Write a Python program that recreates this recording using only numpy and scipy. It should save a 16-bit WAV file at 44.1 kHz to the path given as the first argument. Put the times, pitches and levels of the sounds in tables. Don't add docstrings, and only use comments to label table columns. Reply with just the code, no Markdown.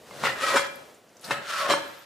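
import sys
import numpy as np
from scipy import signal
from scipy.fft import rfft, irfft
from scipy.io import wavfile

SR = 44100
rng = np.random.default_rng(int(sys.argv[2]) if len(sys.argv) > 2 else 0)


def log_audio(samples):
    frames = np.atleast_2d(samples).T
    limited = np.clip(frames, -1, 1)
    pcm = np.round(limited * 32767).astype(np.int16)
    wavfile.write(sys.argv[1], SR, pcm)


def nominal_scale(level):
    x = np.asarray(level, float) / 20
    return 10 ** x


N = 90404
OWN_SHARE = .2
THUD_HZ = 800


def rms_one(x):
    return x / np.sqrt(np.mean(x ** 2) + 1e-20)


def split_at(x, hz):
    return [signal.sosfilt(signal.butter(2, hz, kind, fs=SR, output="sos"), x) for kind in ("low", "high")]


def colour(x, points):
    size = 2 ** 17
    hz, db = np.transpose(points)
    bins_hz = np.arange(size // 2 + 1) * SR / size
    log_gain = np.interp(np.log(bins_hz + 1), np.log(hz), db) * np.log(10) / 20
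    cepstrum = irfft(log_gain)
    cepstrum[1:size // 2] *= 2
    cepstrum[size // 2 + 1:] = 0
    return irfft(rfft(x, size) * np.exp(rfft(cepstrum)))[..., :N]


def ring(x, hz, t60):
    r, w = nominal_scale(-60 / (t60 * SR)), 2 * np.pi * hz / SR
    return signal.lfilter([0, np.sin(w)], [1, -2 * r * np.cos(w), r * r], x + 1e-18)


def width_t60(width_hz):
    return np.log(1000) / np.pi / width_hz


def pair(x, share):
    return np.sqrt(1 - np.clip(share, 0, 1) ** 2) * x[0] + share * x[1:]


def wobble(rate_hz, size):
    r = np.exp(-2 * np.pi * rate_hz / SR)
    return rms_one(signal.lfilter([1], [1, -2 * r, r * r], rng.standard_normal(size)))


def strokes(tables):
    t, out = np.arange(N) / SR, 0
    for rows in tables:
        s, db, bright_db, weight_db = np.transpose(rows)
        fade = np.clip(np.minimum(t - s[0], s[-1] - t) / 0.0065, 0, 1)
        gains = nominal_scale([np.interp(t, s, db + extra) for extra in (0 * db, bright_db, weight_db)])
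        out = out + fade * gains
    return out


def slips():
    slips_per_s, spread_db, chatter_db, chatter_hz = 5000, 1, -1, 48.6
    size = nominal_scale(spread_db * np.minimum(rng.exponential(1, (3, N)), 4)) * rng.choice([-1, 1], (3, N))
    clicks = size * (rng.random((3, N)) < slips_per_s / SR)
    return rms_one(pair(clicks, OWN_SHARE) * nominal_scale(chatter_db * wobble(chatter_hz, N)))


def resonances(drive, peaks):
    out, t = 0, np.arange(N) / SR
    second_s, tilt_times_s, sag = 1.1, (.515, 1.628), .82
    for half, tilt_s, spot in zip((t < second_s, t >= second_s), tilt_times_s, peaks):
        push = drive * half
        for k, (hz, width, db) in enumerate(spot):
            gain, t60 = nominal_scale(db) * np.sqrt(width) * (-1) ** k, width_t60(width)
            if 1200 < hz < 1400:
                upright = ring(push * (t < tilt_s), hz, t60)
                tipped = ring(push * (t >= tilt_s), hz * sag, t60 / 2)
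                out = out + gain * (upright + tipped)
            else:
                out = out + gain * ring(push, hz, t60)
    return out


def edge_on_board(tables, board, peaks, ring_db, firm_db):
    # f/Hz, level/dB per Hz
    rasp_spectrum = [(1500, -30.5), (2800, 0.5), (4000, -0.5), (5200, -2.5), (7400, -7), (11000, -12.5),
                     (14000, -21), (16000, -22)]
    weight_hz, weight_boost_db = 690, 6
    press, bright, weight = strokes(tables)
    drive = slips()
    low, high = split_at(drive, weight_hz)
    body = press * high - nominal_scale(weight_boost_db) * weight * low
    coupled = body * np.minimum(press / nominal_scale(firm_db), 1)
    rings = resonances(coupled, peaks)
    broad = colour(body, board)
    rasp = colour(bright * drive * rng.choice([-1, 1], N), rasp_spectrum)
    body_level = np.sqrt(np.mean(press ** 2 + weight ** 2)) * nominal_scale(-5)
    rasp_level = np.sqrt(np.mean(bright ** 2))
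    return body_level * (rms_one(broad) + nominal_scale(ring_db) * rms_one(rings)) + rasp_level * rms_one(rasp)


def cutting():
    # t/s, pressure level/dB, brightness/dB, weight/dB
    cuts = [
        [(.06, -67.5, 7, 9), (.13, -57, 0, 12.5), (.232, -39, -2.5, 10.5), (.2385, -22, -13.5, 4.5),
         (.262, -18, -17, -18.5), (.282, -20.5, -19, -12), (.34, -37.5, -16, -5), (.37, -72, -17, -2)],
        [(1.2, -74, 6, -9), (1.24, -46, -6, 2), (1.27, -45, -11, 6.5), (1.3075, -44, -1, 14.5),
         (1.3095, -19.5, -14.5, 0), (1.324, -27.5, -9.5, -3.5), (1.39, -38, -23, -2.5), (1.43, -53, -18, 14)],
    ]
    # f/Hz, width/Hz, level/dB
    peaks = [
        [(548, 35, -8), (1290, 90, -4), (1450, 50, -4), (1834, 40, -1), (2005, 45, -5), (2855, 80, -3),
         (4820, 50, -14), (7600, 70, -22)],
        [(550, 40, -11), (1291, 35, 2), (1810, 82, -7), (2135, 40, -3), (2630, 45, -9), (2990, 42, -6),
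         (3850, 80, -10), (4400, 60, -11), (7900, 40, -17)],
    ]
    # f/Hz, level/dB per Hz
    board = [
        [(50, -43), (130, 6.5), (300, -15.5), (600, -7.5), (820, -7), (1600, -5.5), (4000, -15.5),
         (7000, -41.5)],
        [(50, -93), (130, -3.5), (300, -20), (580, 1), (820, -6), (1300, 10), (4000, -2.5), (7000, -27)],
    ]
    return edge_on_board(cuts, board[0], peaks, ring_db=-3, firm_db=-44)


def scraping():
    # t/s, pressure level/dB, brightness/dB, weight/dB
    scrapes = [
        [(0.35, -39.5, -15, -2), (0.438, -27.5, -6.5, 3), (0.448, -31, -2.5, 7), (0.526, -30, -5.5, 7),
         (0.536, -28, -8, 10.5), (0.566, -27.5, -3, -27), (0.618, -43, 3.5, -17), (0.636, -33.5, -14, -4),
         (0.68, -43, -7, -12)],
        [(1.41, -45, -14, 11), (1.492, -35, -7, -25), (1.504, -29.5, -5, -18), (1.518, -31.5, -9, -81),
         (1.6, -29, -6, -4.5), (1.676, -36.5, -7.5, 14.5), (1.708, -27, -1.5, -11), (1.82, -42.5, -17, -16),
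         (2.05, -53, -4.5, -23)],
    ]
    # f/Hz, width/Hz, level/dB
    peaks = [
        [(562, 32, -6.5), (1254, 20, -15), (1303, 29, 5), (1472, 27, -11), (1928, 19, -5), (2324, 32, -2),
         (2850, 44, -28.5), (3620, 30, -15), (4300, 68, -28), (5340, 35, -30), (7150, 120, -11),
         (10020, 88, -14)],
        [(556.5, 13, -6), (635, 42, -7.5), (1110, 53, 3.5), (1319, 37, 4.5), (1990, 35, -14), (2285, 48, -6),
         (2810, 72, -17), (3730, 30, -16), (4420, 65, -10), (5320, 79, -10), (6450, 40, -32)],
    ]
    # f/Hz, level/dB per Hz
    board = [
        [(50, -43), (130, 6.5), (300, -15.5), (600, -7.5), (820, -7), (1600, -5.5), (4000, -15.5),
         (7000, -41.5)],
        [(50, -93), (130, -3.5), (300, -20), (580, 1), (820, -6), (1300, 10), (4000, -2.5), (7000, -27)],
    ]
    return edge_on_board(scrapes, board[1], peaks, ring_db=1, firm_db=-26)


def knocks():
    # t/s, peak level/dB, thud level/dB
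    hit_table = [(.1105, -24, 2.5), (0.2377, -5.5, -1.5), (.2700, -5.5, -11), (.5450, -10.5, 1),
                 (.5948, -5, -3), (.621, -38, -19), (1.2985, -26.5, 7), (1.3080, -5.5, -8.5),
                 (1.318, -30, 7.5), (1.329, -10, -17), (1.5010, -18, -25), (1.5440, -13, -30),
                 (1.558, -16, -25), (1.6005, -11, -23), (1.685, -38, -15), (1.691, -13, 6),
                 (1.7, -7.5, 4.5), (1.7068, -3.5, -26), (1.7185, -13, 2), (1.738, -8, 2),
                 (1.776, -23.5, 8.5)]
    # f/Hz, level/dB, t60/s
    modes = [(161, -16.5, 0.08), (569, -14.5, 0.45), (846, -51, 0.031), (1156, 5.5, 0.0074),
             (2110, -13, 0.084), (3150, -19, 0.015)]
    out, vary_db = 0, rng.normal(0, 1.9, (len(hit_table), len(modes)))
    s, db, thud_db = np.transpose(hit_table)
    for k, (hz, mode_db, t60) in enumerate(modes):
        hits = np.zeros((2, N))
        hits[:, (s * SR).astype(int)] = nominal_scale(db - 11.5 + mode_db + vary_db[:, k] + [thud_db, 0 * db])
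        out = out + ring(hits, hz, t60)
    low, _ = split_at(out[0], THUD_HZ)
    _, high = split_at(out[1], THUD_HZ)
    return signal.lfilter(*signal.butter(1, 2600, fs=SR), high - low)


def blade():
    # t/s, length/s, level/dB, head start of the low modes/s
    flicks = [
        (0.549, 0.039, -19.5, .02),
        (1.687, 0.051, -23.5, .004),
    ]
    # f/Hz, level/dB, t60/s
    blade_modes = [
        [(549, -6, .13), (996, -12, .17), (1300, -9, .07), (1480, -6, .08), (1728, -18, .3), (2067, -20, .3),
         (2240, -19, .25), (2350, -16, .26), (3270, -15, .15), (5227, -18, .17), (6160, -25, .15),
         (7267, -26, .2), (8678, -25, .15), (10060, -27, .13)],
        [(312, -19, .5), (551, -6, .22), (921, -12, .35), (1475, -14, .2), (1717, -14, .25), (2330, -14, .15),
         (3138, -14, .25), (3257, -21, .28), (3970, -15, .15), (4247, -21, .25), (5416, -22, .2),
         (6200, -21, .22), (7400, -21, .12), (8646, -26, .25)],
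    ]
    # f/Hz, width/Hz, level/dB
    bodies = [
        [(438, 30, -30), (992, 35, -26), (1220, 390, -24.5), (1466, 100, -25), (3770, 56, -37),
         (5200, 200, -35), (1570, 28, -48), (7400, 300, -37.5)],
        [(437, 43, -29.5), (685, 38, -27), (1150, 150, -27), (3130, 130, -29.5), (4000, 76, -31.5),
         (7370, 84, -41.5), (1630, 40, -34), (5440, 100, -40.5)],
    ]
    twin_hz, twin_db, flutter_db, flutter_hz = 19, -5, 5, 35
    out, t = np.zeros((2, N + SR)), np.arange(SR // 2) / SR
    for (s, length, db, lead), modes, peaks in zip(flicks, blade_modes, bodies):
        i = int((s - lead) * SR)
        part = out[:, i:i + len(t)]
        push = pair(rng.standard_normal((3, len(t))), OWN_SHARE)
        early, main = (np.sin(np.pi * np.clip((t - wait) / length, 0, 1)) for wait in (0, lead))
        for hz, width, peak_db in peaks:
            burst = push * (early if hz < THUD_HZ else main)
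            part += nominal_scale(peak_db) * np.sqrt(width * 4 * np.pi / SR) * ring(burst, hz, width_t60(width))
        for hz, mode_db, t60 in modes:
            shape = (early + main if hz < THUD_HZ else 2 * main) / 2
            for step_hz, step_db in ((0, 0), (twin_hz * rng.choice([-1, 1]), twin_db)):
                swing = shape * np.sin(2 * np.pi * ((hz + step_hz) * t + rng.random())) * 2 / (length * SR)
                gain = nominal_scale(db + mode_db + step_db + 9.5 + flutter_db * wobble(flutter_hz, len(t)))
                part += gain * ring(swing, hz + step_hz, t60)
    return out[:, :N]


def ticks():
    # t/s, peak level/dB, f/Hz, t60/s
    tick_table = [(.757, -40, 11800, 0.03), (0.945, -47.5, 7900, 0.057), (1.092, -48, 5850, 0.024),
                  (1.168, -39.5, 6400, 0.029), (1.195, -41, 6400, 0.019), (1.211, -46, 9400, 0.27),
                  (1.242, -29.5, 4630, 0.18), (1.245, -41, 8700, 0.98), (1.242, -45, 13500, 0.28)]
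    out, t = np.zeros((2, N)), np.arange(6000) / SR
    for s, db, hz, t60 in tick_table:
        i = int(s * SR)
        noise = pair(rng.standard_normal((3, len(t))), OWN_SHARE)
        band = signal.butter(2, [hz * 0.81, min(hz * 1.18, 20000)], "band", fs=SR, output="sos")
        out[:, i:i + len(t)] += nominal_scale(db) * signal.sosfilt(band, noise * nominal_scale(-60 * t / t60))
    return out


def squeaks():
    # t/s, f/Hz, level/dB
    tones = [
        [(1.85, 12620, -70), (1.88, 13100, -64), (1.906, 12540, -68), (1.95, 13270, -65), (1.974, 13400, -68),
         (1.99, 13780, -65), (2.004, 13550, -64), (2.022, 12850, -65), (2.04, 11850, -72)],
        [(1.922, 10450, -72), (1.95, 10950, -67), (1.976, 11250, -69)],
        [(1.975, 12600, -73), (1.992, 13150, -67), (2.014, 12550, -68)],
    ]
    rough_db, jitter_hz = 3, 25
    out, t = 0, np.arange(N) / SR
    for rows in tones:
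        s, hz, db = np.transpose(rows)
        fade = np.clip(np.minimum(t - s[0], s[-1] - t) / .004, 0, 1)
        pitch_hz = np.interp(t, s, hz) + jitter_hz * wobble(140, N)
        gain = nominal_scale(np.interp(t, s, db) + rough_db * wobble(80, N))
        out = out + np.sqrt(2) * fade * gain * np.sin(2 * np.pi * np.cumsum(pitch_hz) / SR)
    return out


def worktop(mid):
    # f/Hz, level/dB
    width_spectrum = [(300, -12), (1200, -15), (2500, -8.5), (5000, -6.5), (9000, -10.5), (14000, -10)]
    wide = colour(mid, width_spectrum)
    echoes = [(nominal_scale(-4), lag_s) for lag_s in (0.001153, .0073, .0127)]
    return sum(gain * np.roll(wide, int(lag_s * SR)) for gain, lag_s in echoes) * [[1], [-1]]


def kitchen(x):
    t60_s, wall_cut_hz = 0.6, 13600
    size = 3 * 2 ** 16
    z = np.exp(-2j * np.pi * np.arange(size // 2 + 1) / size)
    dull, out = np.exp(-2 * np.pi * wall_cut_hz / SR), np.zeros((2, len(z)), complex)
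    for k, lag in enumerate((rng.uniform(.012, .045, 20) * SR).astype(int)):
        loop = nominal_scale(-60 * lag / SR / t60_s) * (1 - dull) / (1 - dull * z) * z ** lag
        out[k % 2] += loop / (1 - loop) * (-1) ** (k // 2)
    for lag in (53, 131, 241):
        out *= (z ** lag - .6) / (1 - 0.77 * z ** lag)
    return irfft(out * rfft(x, size))[:, :N]


def hiss():
    # t/s, level/dB
    swell = [(0, 7.5), (.3, 18), (.9, 8.5), (1.03, 1.5), (1.2, 5), (1.8, 16.5), (2.05, 2.5)]
    # f/Hz, level/dB per Hz
    spectrum = [(25, -59), (60, -9.5), (120, -4.5), (550, 3), (900, -4.5), (2400, -10.5), (7000, -16),
                (13000, -22.5), (15600, -22.5)]
    s, db = np.transpose(swell)
    noise = colour(pair(rng.standard_normal((3, N)), .22), spectrum)
    return nominal_scale(-60 + np.interp(np.arange(N) / SR, s, db)) * rms_one(noise)


def scene():
    near = cutting() + scraping() + knocks() + blade() + ticks() + squeaks()
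    near = signal.sosfilt(signal.butter(2, 261, "high", fs=SR, output="sos"), near)
    mid = near.mean(axis=0)
    near = near + worktop(mid)
    pan_db = 0.56
    return near * nominal_scale([[pan_db], [-pan_db]]) + nominal_scale(-21.5) * kitchen(mid) + hiss()


def roll_off(x):
    return signal.sosfilt(signal.butter(12, 15750, fs=SR, output="sos"), x)


def record(dry):
    left_bass_hz, left_bass_db = 133, 3.5
    bass = signal.lfilter(*signal.butter(1, left_bass_hz, fs=SR), dry)
    x = dry + bass * (nominal_scale([[left_bass_db / 2], [-left_bass_db / 2]]) - 1)
    x = signal.sosfilt(signal.cheby2(20, 60, 15750, fs=SR, output="sos"), x)
    return roll_off(x)


dry = scene()
out = record(dry)
log_audio(out)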